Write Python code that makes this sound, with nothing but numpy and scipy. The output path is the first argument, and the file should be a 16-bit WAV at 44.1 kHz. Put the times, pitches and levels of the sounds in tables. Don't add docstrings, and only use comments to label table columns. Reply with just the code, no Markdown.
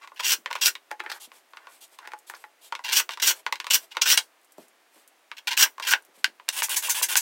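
import sys
import numpy as np
from scipy import signal
from scipy.fft import rfft, irfft
from scipy.io import wavfile
from scipy.ndimage import uniform_filter1d, minimum_filter1d

SR = 44100
rng = np.random.default_rng(int(sys.argv[2]) if len(sys.argv) > 2 else 0)


def store_pcm(level_fs):
    pcm = np.round(np.clip(level_fs, -1, 1) * 32767).astype(np.int16)
    wavfile.write(sys.argv[1], SR, np.atleast_2d(pcm).T)


N = 317942
FFT_SIZE = 8192
HZ = np.fft.rfftfreq(FFT_SIZE, 1 / SR)
RUN_OUT_S, RASP_S = 0.0068, 0.011

# frequency in Hz, bandwidth in Hz, lift in dB.
PLANE_MODES = [(1524,190,6),(2800,170,4),(3230,60,1),(4720,33,-3.5),(5570,180,0)]
BOARD_MODES = [(348,9.1,11),(1446,34,6.4)]
# frequency in Hz, relative level in dB.
TAP_SPECTRUM = [(150,-47),(340,-24.5),(550,-10),(730,-18),(900,1.5),(1080,4),(1300,-7),(2200,-5),(3800,-11.5),(6000,-19),(10000,-30),(15500,-34.5)]
BENCH_SPECTRUM = [(150,-49.5),(340,-7.5),(600,-2),(900,8),(1250,5),(1750,8),(3000,-7),(6000,-16.5),(15500,-27.5)]
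TICK_SPECTRUM = [(300,-22.5),(2000,-14),(6000,2.5),(9000,8.5),(15500,2.5)]


def shoulder_cuts(fizz_hz=7500, rasp_hz=5400, hollow_hz=1450):
    # start and length in seconds, place of the crest from 0 to 1, then levels of bite, sag
    # and crest, fizz of tearing fibres and hollowness, all in dB.
    cuts = [(0.24, 0.1, 0.87, -20, -21.5, -16, 3.5, -2), (0.61, 0.076, 0.68, -13, -24.5, -15, 3.5, -1.5),
            (2.919, 0.079, .7, -15.5, -23, -13.5, 4.5, 1), (3.218, 0.095, 0.63, -12.5, -23, -14, 4.5, 0),
            (3.7005, 0.057, 0.73, -11, -25, -12, 6, -0.5), (4.012, 0.023, 0.65, -14.5, -12, -16, -3, -2),
            (4.053, 0.091, 0.73, -17, -17, -13, 4.5, 3), (5.567, 0.073, 0.89, -15, -14.5, -10.5, 5, 4),
            (5.868, 0.059, 0.82, -19, -28, -21, 6.5, 12.5)]
    # frequency in Hz, relative level in dB.
    spectrum = [(100,-57),(200,-37),(330,-12.5),(750,-14),(1000,-2.5),(1250,-6.5),(2600,2.5),(4100,3),(5700,3.5),(8000,1),(10000,-6.5),(15500,-1.5)]
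    # frequency in Hz, bandwidth in Hz, lift in dB.
    iron_modes = [(2950,230,8),(5650,70,5),(5810,37,9.5)]
    tearing = fibres(per_s=9000, spread_db=1, chatter_db=3, chatter_hz=390) * strokes(cuts, cut_force)
    cut = through(tearing, body(spectrum, PLANE_MODES + iron_modes))
    treble = signal.sosfiltfilt(signal.butter(2, fizz_hz, "high", fs=SR, output="sos"), cut)
    fizz = treble * strokes(cuts, cut_fizz)
    rasp = resonate(cut, rasp_hz + strokes(cuts, rasp_glide), width_hz=760) * strokes(cuts, rasp_swell)
    hollow = resonate(cut, hollow_hz, width_hz=490) * strokes(cuts, cut_hollow)
    return amp(-1.5) * (cut + rasp + fizz + hollow)


def cut_course(length, crest, swell_share=0.23):
    t = np.arange(0, length + 6 * RUN_OUT_S, 1 / SR)
    return t, length * np.sort(np.clip([0, crest - swell_share, crest, 1], 0, 1))


def cut_force(length, crest, bite_db, sag_db, crest_db, *colour, rise_s=0.0075, ease_db=-7):
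    t, moments = cut_course(length, crest)
    gate = np.minimum(t / rise_s, 1) * np.exp(-np.maximum(t - length, 0) / RUN_OUT_S)
    return gate * amp(np.interp(t, moments, [bite_db, sag_db, crest_db, crest_db + ease_db]))


def cut_fizz(length, crest, bite_db, sag_db, crest_db, fizz_db, hollow_db):
    t, moments = cut_course(length, crest)
    return amp(fizz_db - 6.5 * np.maximum(1 - t / moments[2], 0)) - 1


def cut_hollow(length, crest, bite_db, sag_db, crest_db, fizz_db, hollow_db):
    t, _ = cut_course(length, crest)
    return amp(hollow_db - 2 + 11 * np.minimum(t / length, 1) ** 4) - 1


def rasp_swell(length, crest, *levels):
    t, moments = cut_course(length, crest)
    return np.exp(-((t - moments[2]) / RASP_S) ** 2 / 2)


def rasp_glide(length, crest, *levels, rise_hz_per_s=44000):
    t, moments = cut_course(length, crest)
    return rise_hz_per_s * np.clip(t - moments[2], -2 * RASP_S, 2 * RASP_S)


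def shoulder_slides():
    # start in seconds, length in seconds, level in dB.
    slides = [(0.158, 0.033, -45), (0.194, 0.018, -27.5), (0.226, 0.02, -27), (0.551, 0.013, -31),
              (0.57, 0.037, -47.5), (2.838, 0.041, -28), (2.879, 0.03, -29), (2.906, 0.035, -26.5),
              (3.098, 0.047, -36), (3.198, 0.0078, -29.5), (3.907, 0.024, -40.5), (5.367, 0.029, -39.5),
              (5.471, 0.024, -23.5), (5.505, 0.036, -24), (5.821, 0.024, -31), (5.843, 0.049, -30)]
    # frequency in Hz, relative level in dB.
    spectrum = [(100,-54.5),(330,-23),(750,-16),(1000,3.5),(1220,-25.5),(1600,-5),(2800,1),(4000,-3),(6000,-8),(10000,-19),(15500,-18.5)]
    friction = fibres(per_s=14000, spread_db=-3.5, chatter_db=-5, chatter_hz=200)
    return through(friction * strokes(slides, arch, fullness=0.47), body(spectrum, PLANE_MODES))


def block_pushes(zip_hz=6360, wander_hz=200):
    # start in seconds, time until release in seconds, level in dB.
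    pushes = [(6.624, 0.017, -20), (6.759, 0.02, -19.5), (6.889, 0.023, -18), (7.02, 0.015, -16),
              (7.162, 0.011, -12)]
    # frequency in Hz, relative level in dB.
    spectrum = [(100,-78),(330,-31),(650,-25),(950,-8),(1280,-24.5),(1600,-7.5),(5000,-8.5),(6500,-6),(8000,-4.5),(10500,-6),(15500,-8.5)]
    tearing = fibres(per_s=16000, spread_db=3, chatter_db=1.5, chatter_hz=320)
    tearing *= strokes(pushes, push_force)
    zipping = amp(3) * resonate(tearing, zip_hz + wander_hz * wobble(40), width_hz=650)
    return amp(-2) * through(tearing + zipping, body(spectrum, BOARD_MODES))


def push_force(release_s, db, rise_s=0.0093, fall_s=0.013):
    t = np.arange(0, .1, 1 / SR)
    return amp(db) * np.minimum(t / rise_s, 1) * np.exp(-np.maximum(t - release_s, 0) / fall_s)


def block_drags():
    # start in seconds, length in seconds, level in dB.
    drags = [(6.524, 0.044, -32), (6.565, 0.046, -25.5), (6.692, 0.062, -25.5), (6.82, 0.065, -27.5),
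             (6.942, 0.07, -26), (7.084, 0.064, -24.5)]
    # frequency in Hz, relative level in dB.
    spectrum = [(100,-55),(330,-20.5),(700,-12),(1050,-1),(1280,-11.5),(1600,-2.5),(2300,-4.5),(2900,4),(4200,-6.5),(6500,-5),(8000,-3.5),(9400,-1.5),(11500,-8),(15500,-5.5)]
    friction = fibres(per_s=14000, spread_db=2.5, chatter_db=2, chatter_hz=218)
    return through(friction * strokes(drags, arch, fullness=0.38), body(spectrum, BOARD_MODES))


def knocks():
    # start in seconds, then level, hollowness and sharpness in dB.
    taps = [(0.0738, -47, 0.5, 2), (0.1172, -49, 15, -13.5), (0.197, -36, -2.5, 2),
            (0.459, -31.5, -8.5, -9), (0.5108, -33, 6, 2.5), (0.5278, -35, -14.5, 4),
            (0.5529, -33, 15, 8.5), (0.5617, -37.5, -9, -25.5), (0.7524, -38.5, -14.5, -2),
            (1.3163, -51, -5, -5), (1.5339, -48.5, -3.5, -12), (1.57, -44.5, -3.5, -6),
            (1.6695, -46, 5, -3), (1.987, -45, 3, 11.5), (2.7227, -30.5, 8, -2), (2.751, -36, -10.5, -2),
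            (2.7911, -42, 12, -0.5), (3.001, -30.5, -12.5, -9), (3.091, -33, 0.5, 1),
            (3.1726, -40.5, 5.5, 4), (3.305, -35, 4.5, -8), (3.4636, -27.5, -3, -5), (3.524, -26, 1, 6.5),
            (3.5557, -41, -23.5, 2), (3.6, -34, -14, 1), (3.643, -41, -3, 4), (3.6671, -34.5, -6, 4.5),
            (3.968, -28, 1.5, 0), (5.3148, -38.5, -10, -10.5), (5.659, -35, -5.5, -19),
            (5.7804, -40.5, 17.5, 9), (5.7978, -36, 6, 6.5), (6.3973, -48.5, -2, -20), (6.684, -43, 1, -6),
            (6.8835, -36, 12, -12), (7.0125, -36, 5, -13)]
    bench_knocks = [(0.913, -30, -2, 4.5), (1.0015, -31, -18, -10), (1.0372, -42.5, 13, 16),
                    (1.0616, -34, -18, -27), (1.0984, -37.5, -9, -1), (1.1156, -33.5, -6, 8),
                    (2.0565, -49, -18, -10), (2.0733, -38.5, -10, 2), (2.1175, -43, -18, -5),
                    (2.1337, -34, 3, -1), (2.2975, -36.5, 5, 19.5), (2.3366, -41, 0, -3),
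                    (2.4391, -40.5, -7, -9)]
    # as above, then a favoured ring in Hz and its lift in dB.
    clacks = [(4.1746, -11, -2.5, 6, 896, 7), (5.9357, -14, 1, -15.5, 1420, 8.5),
              (6.2434, -17.5, -2.5, -6, 1570, -3), (6.4885, -22.5, -0.5, 12.5, 3830, 11),
              (6.6205, -26, 18, -5, 2270, 10), (7.155, -21, 11.5, 5, 2800, -8)]
    # start in seconds, level in dB.
    ticks = [(2.1881, -58.5), (2.3669, -62), (4.4459, -66.5), (4.5209, -60.5), (4.6823, -64), (5.0768, -59),
             (6.0227, -64), (6.0493, -61.5), (6.6937, -37)]
    bumps = [(0.383, -49), (1.273, -53), (4.581, -35), (4.96, -51.5), (6.084, -55), (6.174, -53),
             (6.276, -47)]
    # frequency in Hz, relative level in dB.
    clack_spectrum = [(80,-52),(150,-53.5),(330,-28.5),(600,-15),(950,-5),(1300,-11),(1500,0),(2100,1),(3000,1),(5300,-3),(8000,-9.5),(15500,-20.5)]
    bump_spectrum = [(60,-48),(105,-37),(150,-1.5),(320,9),(550,0.5),(900,-9),(1500,-26),(6000,-27.5)]
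    # frequency in Hz, bandwidth in Hz, lift in dB.
    bench_modes = [(345,14,7),(850,18,12.5),(1410,45,4)]
    return (blows(taps, body(TAP_SPECTRUM, BOARD_MODES), gain_db=1, lag_s=.0014, near_db=-4)
            + blows(bench_knocks, body(BENCH_SPECTRUM, bench_modes), gain_db=-2, lag_s=.0016, near_db=-5)
            + blows(clacks, body(clack_spectrum, PLANE_MODES), gain_db=-0.5, lag_s=.0005, near_db=-6.5)
            + blows(ticks, body(TICK_SPECTRUM), gain_db=3, lag_s=.0005, near_db=-1)
            + blows(bumps, body(bump_spectrum), gain_db=-9, lag_s=.001, near_db=-2))


def blows(rows, response, gain_db, lag_s, near_db):
    out, lead = np.zeros(N), 64
    for s, db, *colour in rows:
        blow = ring(response * contact(*colour) * struck_spot())
        blow = irfft(rfft(blow) * dispersion(lag_s))
        blow = signal.oaconvolve(np.roll(blow, lead)[:FFT_SIZE * 3 // 4], surroundings(near_db))
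        blow *= np.sqrt(SR / 50) / np.linalg.norm(blow)
        add(out, s - lead / SR, amp(db + gain_db) * blow)
    return out


def contact(hollow_db=0, sharp_db=0, ring_hz=0, ring_db=-100, width_hz=150):
    mids_db = hollow_db * HZ ** 3 / (HZ ** 3 + 450 ** 3) / (1 + (HZ / 1400) ** 5)
    treble_db = sharp_db * HZ ** 3 / (HZ ** 3 + 5000 ** 3)
    return amp(mids_db + treble_db) * np.sqrt(1 + peak(ring_hz, width_hz, ring_db))


def struck_spot(uneven_db=3, spacing_hz=220):
    hz = np.arange(0, SR / 2, spacing_hz)
    return amp(uneven_db * np.interp(HZ, hz, rng.standard_normal(len(hz))))


def dispersion(lag_s):
    paths_s = np.interp(HZ, np.linspace(0, SR / 2, 40), rng.uniform(0, .0014, 40))
    delay_s = lag_s * np.sqrt(1000 / np.maximum(HZ, 100)) + paths_s
    return np.exp(-2j * np.pi * np.cumsum(delay_s) * HZ[1])


def grazes():
    # start in seconds, length in seconds, level in dB.
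    wood_grazes = [(.008, 0.047, -45), (.503, 0.0081, -33.5), (.908, 0.0069, -40), (.995, 0.0091, -37.5),
                   (3.944, 0.02, -44.5), (6.481, 0.011, -33)]
    steel_scrapes = [(1.097, 0.011, -36), (1.115, 0.011, -30.5), (2.347, 0.0069, -44), (4.17, 0.0024, -22)]
    # frequency in Hz, relative level in dB.
    steel_spectrum = [(300,-31.5),(3000,0),(5500,2),(7300,-11),(15500,-18)]
    friction = fibres(per_s=6700, spread_db=4, chatter_db=2, chatter_hz=202.3)
    wood = through(friction * strokes(wood_grazes, arch, fullness=.3), body(TAP_SPECTRUM, BOARD_MODES))
    steel = through(friction * strokes(steel_scrapes, arch, fullness=.3), body(steel_spectrum))
    return wood + steel


def handling():
    # start in seconds, length in seconds, level in dB.
    sweeps = [(1.115, 0.071, -50.5), (1.198, 0.068, -43), (1.805, 0.054, -47), (2.265, 0.057, -49.5),
              (2.61, 0.086, -51)]
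    rubs = [(1.315, 0.1, -54.5), (1.68, 0.12, -54.5), (1.912, 0.049, -53.5), (2.32, 0.14, -57),
            (3.34, 0.074, -49.5), (3.79, 0.071, -48), (4.57, .1, -57), (4.91, 0.14, -59),
            (6.135, 0.093, -57.5)]
    scuffs = [(1.03, 0.16, -42), (1.53, 0.2, -54), (1.99, 0.13, -49.5), (2.3, 0.079, -49)]
    # frequency in Hz, relative level in dB.
    sweep_spectrum = [(100,-48.5),(330,-13),(900,-2),(1600,-13),(3200,3.5),(5500,-3.5),(7000,0),(8500,0),(10000,-2),(11500,0),(15500,-9.5)]
    rub_spectrum = [(100,-29),(300,-9),(600,2.5),(1500,-3.5),(3200,-1.5),(6500,-7),(8500,0),(9800,-7),(11200,-1.5),(15500,-12)]
    sweep = fibres(per_s=20000, spread_db=1, chatter_db=1, chatter_hz=120)
    sweep *= strokes(sweeps, arch, fullness=.55)
    rub = fibres(per_s=19000, spread_db=2, chatter_db=1.8, chatter_hz=60)
    rub *= strokes(rubs, arch, fullness=.6)
    scuff = fibres(per_s=1500, spread_db=3, chatter_db=2.5, chatter_hz=60)
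    scuff *= strokes(scuffs, arch, fullness=.4)
    crumbs = fibres(per_s=90, spread_db=4, chatter_db=4, chatter_hz=4)
    return (through(sweep, body(sweep_spectrum))
            + amp(-1) * through(rub, body(rub_spectrum))
            + amp(-2) * through(scuff, body(BENCH_SPECTRUM, BOARD_MODES))
            + amp(-76) * through(crumbs, body(TICK_SPECTRUM)))


def surroundings(near_db):
    # frequency in Hz, time to decay by 60 dB in seconds.
    decay_times = [(300,0.16),(1000,0.098),(3000,0.084),(14000,0.071)]
    response = amp(near_db) * echoes(decay_times, delay_s=0.0008, length_s=.15)
    response[0] = 1
    return response / np.linalg.norm(response)


def moving(x, near_db=-3, change_s=.04, count=5):
    places = [surroundings(near_db) for _ in range(count)]
    hop = round(change_s * SR)
    fade, out = signal.windows.hann(2 * hop, sym=False), np.zeros(N)
    for k, start in enumerate(range(0, N, hop)):
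        part = x[start:start + 2 * hop]
        add(out, start / SR, signal.fftconvolve(part * fade[:len(part)], places[k % count]))
    return out


def workshop(x, tail_db=-22):
    # frequency in Hz, time to decay by 60 dB in seconds.
    decay_times = [(300,0.67),(900,0.11),(2000,0.091),(14000,0.19)]
    return x + amp(tail_db) * signal.oaconvolve(x, echoes(decay_times, delay_s=0.0084, length_s=.5))[:N]


def room_hush(level_db=-63):
    # frequency in Hz, relative level in dB.
    spectrum = [(30, -31), (117, -34), (197, -17), (237, -30), (284, 5), (332, -9.5), (399, -8.5),
                (639, -5.5), (691, -2), (830, -6), (2070, -7), (4660, -15.5), (8000, -18.5), (15500, -23)]
    return amp(level_db) * through(rng.standard_normal(N), body(spectrum))


def echoes(decay_times, delay_s, length_s):
    hz, t, bands = signal.stft(rng.standard_normal(round(length_s * SR)), SR, nperseg=128)
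    tail = signal.istft(bands * amp(-60 * t / read(decay_times, hz)[:, None]), SR, nperseg=128)[1]
    tail *= np.clip(np.arange(len(tail)) / SR / delay_s - .5, 0, 1)
    return tail / np.linalg.norm(tail)


def fibres(per_s, spread_db, chatter_db, chatter_hz):
    size = amp(spread_db * np.minimum(rng.exponential(1, N), 3))
    snaps = size * rng.choice([-1, 1], N) * (rng.random(N) < per_s / SR)
    return unit_rms(snaps * amp(chatter_db * wobble(chatter_hz)))


def wobble(rate_hz):
    return unit_rms(signal.sosfilt(signal.butter(2, rate_hz, fs=SR, output="sos"), rng.standard_normal(N)))


def arch(length, db, fullness):
    return amp(db) * np.sin(np.pi * np.arange(0, 1, 1 / (length * SR))) ** fullness


def strokes(rows, shape, **manner):
    curve = np.zeros(N)
    for s, *row in rows:
        add(curve, s, shape(*row, **manner))
    return curve


def body(spectrum, modes=(), rounding_hz=45):
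    bell = signal.windows.gaussian(101, rounding_hz * FFT_SIZE / SR)
    padded_db = np.pad(read(spectrum, HZ), len(bell) // 2, "edge")
    shape_db = np.convolve(padded_db, bell / bell.sum(), "valid")
    return amp(shape_db) * np.sqrt(1 + sum(peak(*mode) for mode in modes))


def peak(hz, width_hz, db):
    return amp(db) ** 2 / (1 + (2 * (HZ - hz) / width_hz) ** 2)


def ring(gain):
    cepstrum = irfft(np.log(np.maximum(gain, 1e-6)))
    cepstrum[1:FFT_SIZE // 2] *= 2
    cepstrum[FFT_SIZE // 2 + 1:] = 0
    response = irfft(np.exp(rfft(cepstrum)))
    return response / np.linalg.norm(response)


def through(x, gain):
    return signal.oaconvolve(x, ring(gain))[:N]


def resonate(x, hz, width_hz):
    carrier = np.exp(2j * np.pi * np.cumsum(hz * np.ones(N)) / SR)
    pole = np.exp(-np.pi * width_hz / SR)
    return 2 * (carrier * signal.lfilter([1 - pole], [1, -pole], x / carrier + 1e-18)).real


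def amp(db):
    return 10 ** (np.asarray(db) / 20)


def unit_rms(x):
    return x / np.sqrt(np.mean(x ** 2) + 1e-20)


def read(points, hz):
    point_hz, value = np.transpose(points)
    return np.interp(np.log(hz + 1), np.log(point_hz + 1), value)


def add(mix, s, sound):
    part = mix[max(round(s * SR), 0):][:len(sound)]
    part += sound[:len(part)]


def scene():
    hush = room_hush()
    planing = shoulder_cuts() + shoulder_slides() + block_pushes() + block_drags()
    work = moving(planing + handling() + grazes()) + knocks()
    return (workshop(work) + hush)[None]


def record(dry, bass_cut_hz=130, band_edge_hz=15950):
    allowed = np.minimum(1, 1 / (np.abs(dry) + 1e-9))
    gain = uniform_filter1d(minimum_filter1d(allowed, 101), 101)
    thin = signal.sosfilt(signal.butter(3, bass_cut_hz, "high", fs=SR, output="sos"), dry * gain)
    low_pass = signal.firwin(511, band_edge_hz, window=("kaiser", 8), fs=SR)
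    return signal.oaconvolve(thin, low_pass[None], "same")


dry = scene()
out = record(dry)
store_pcm(out)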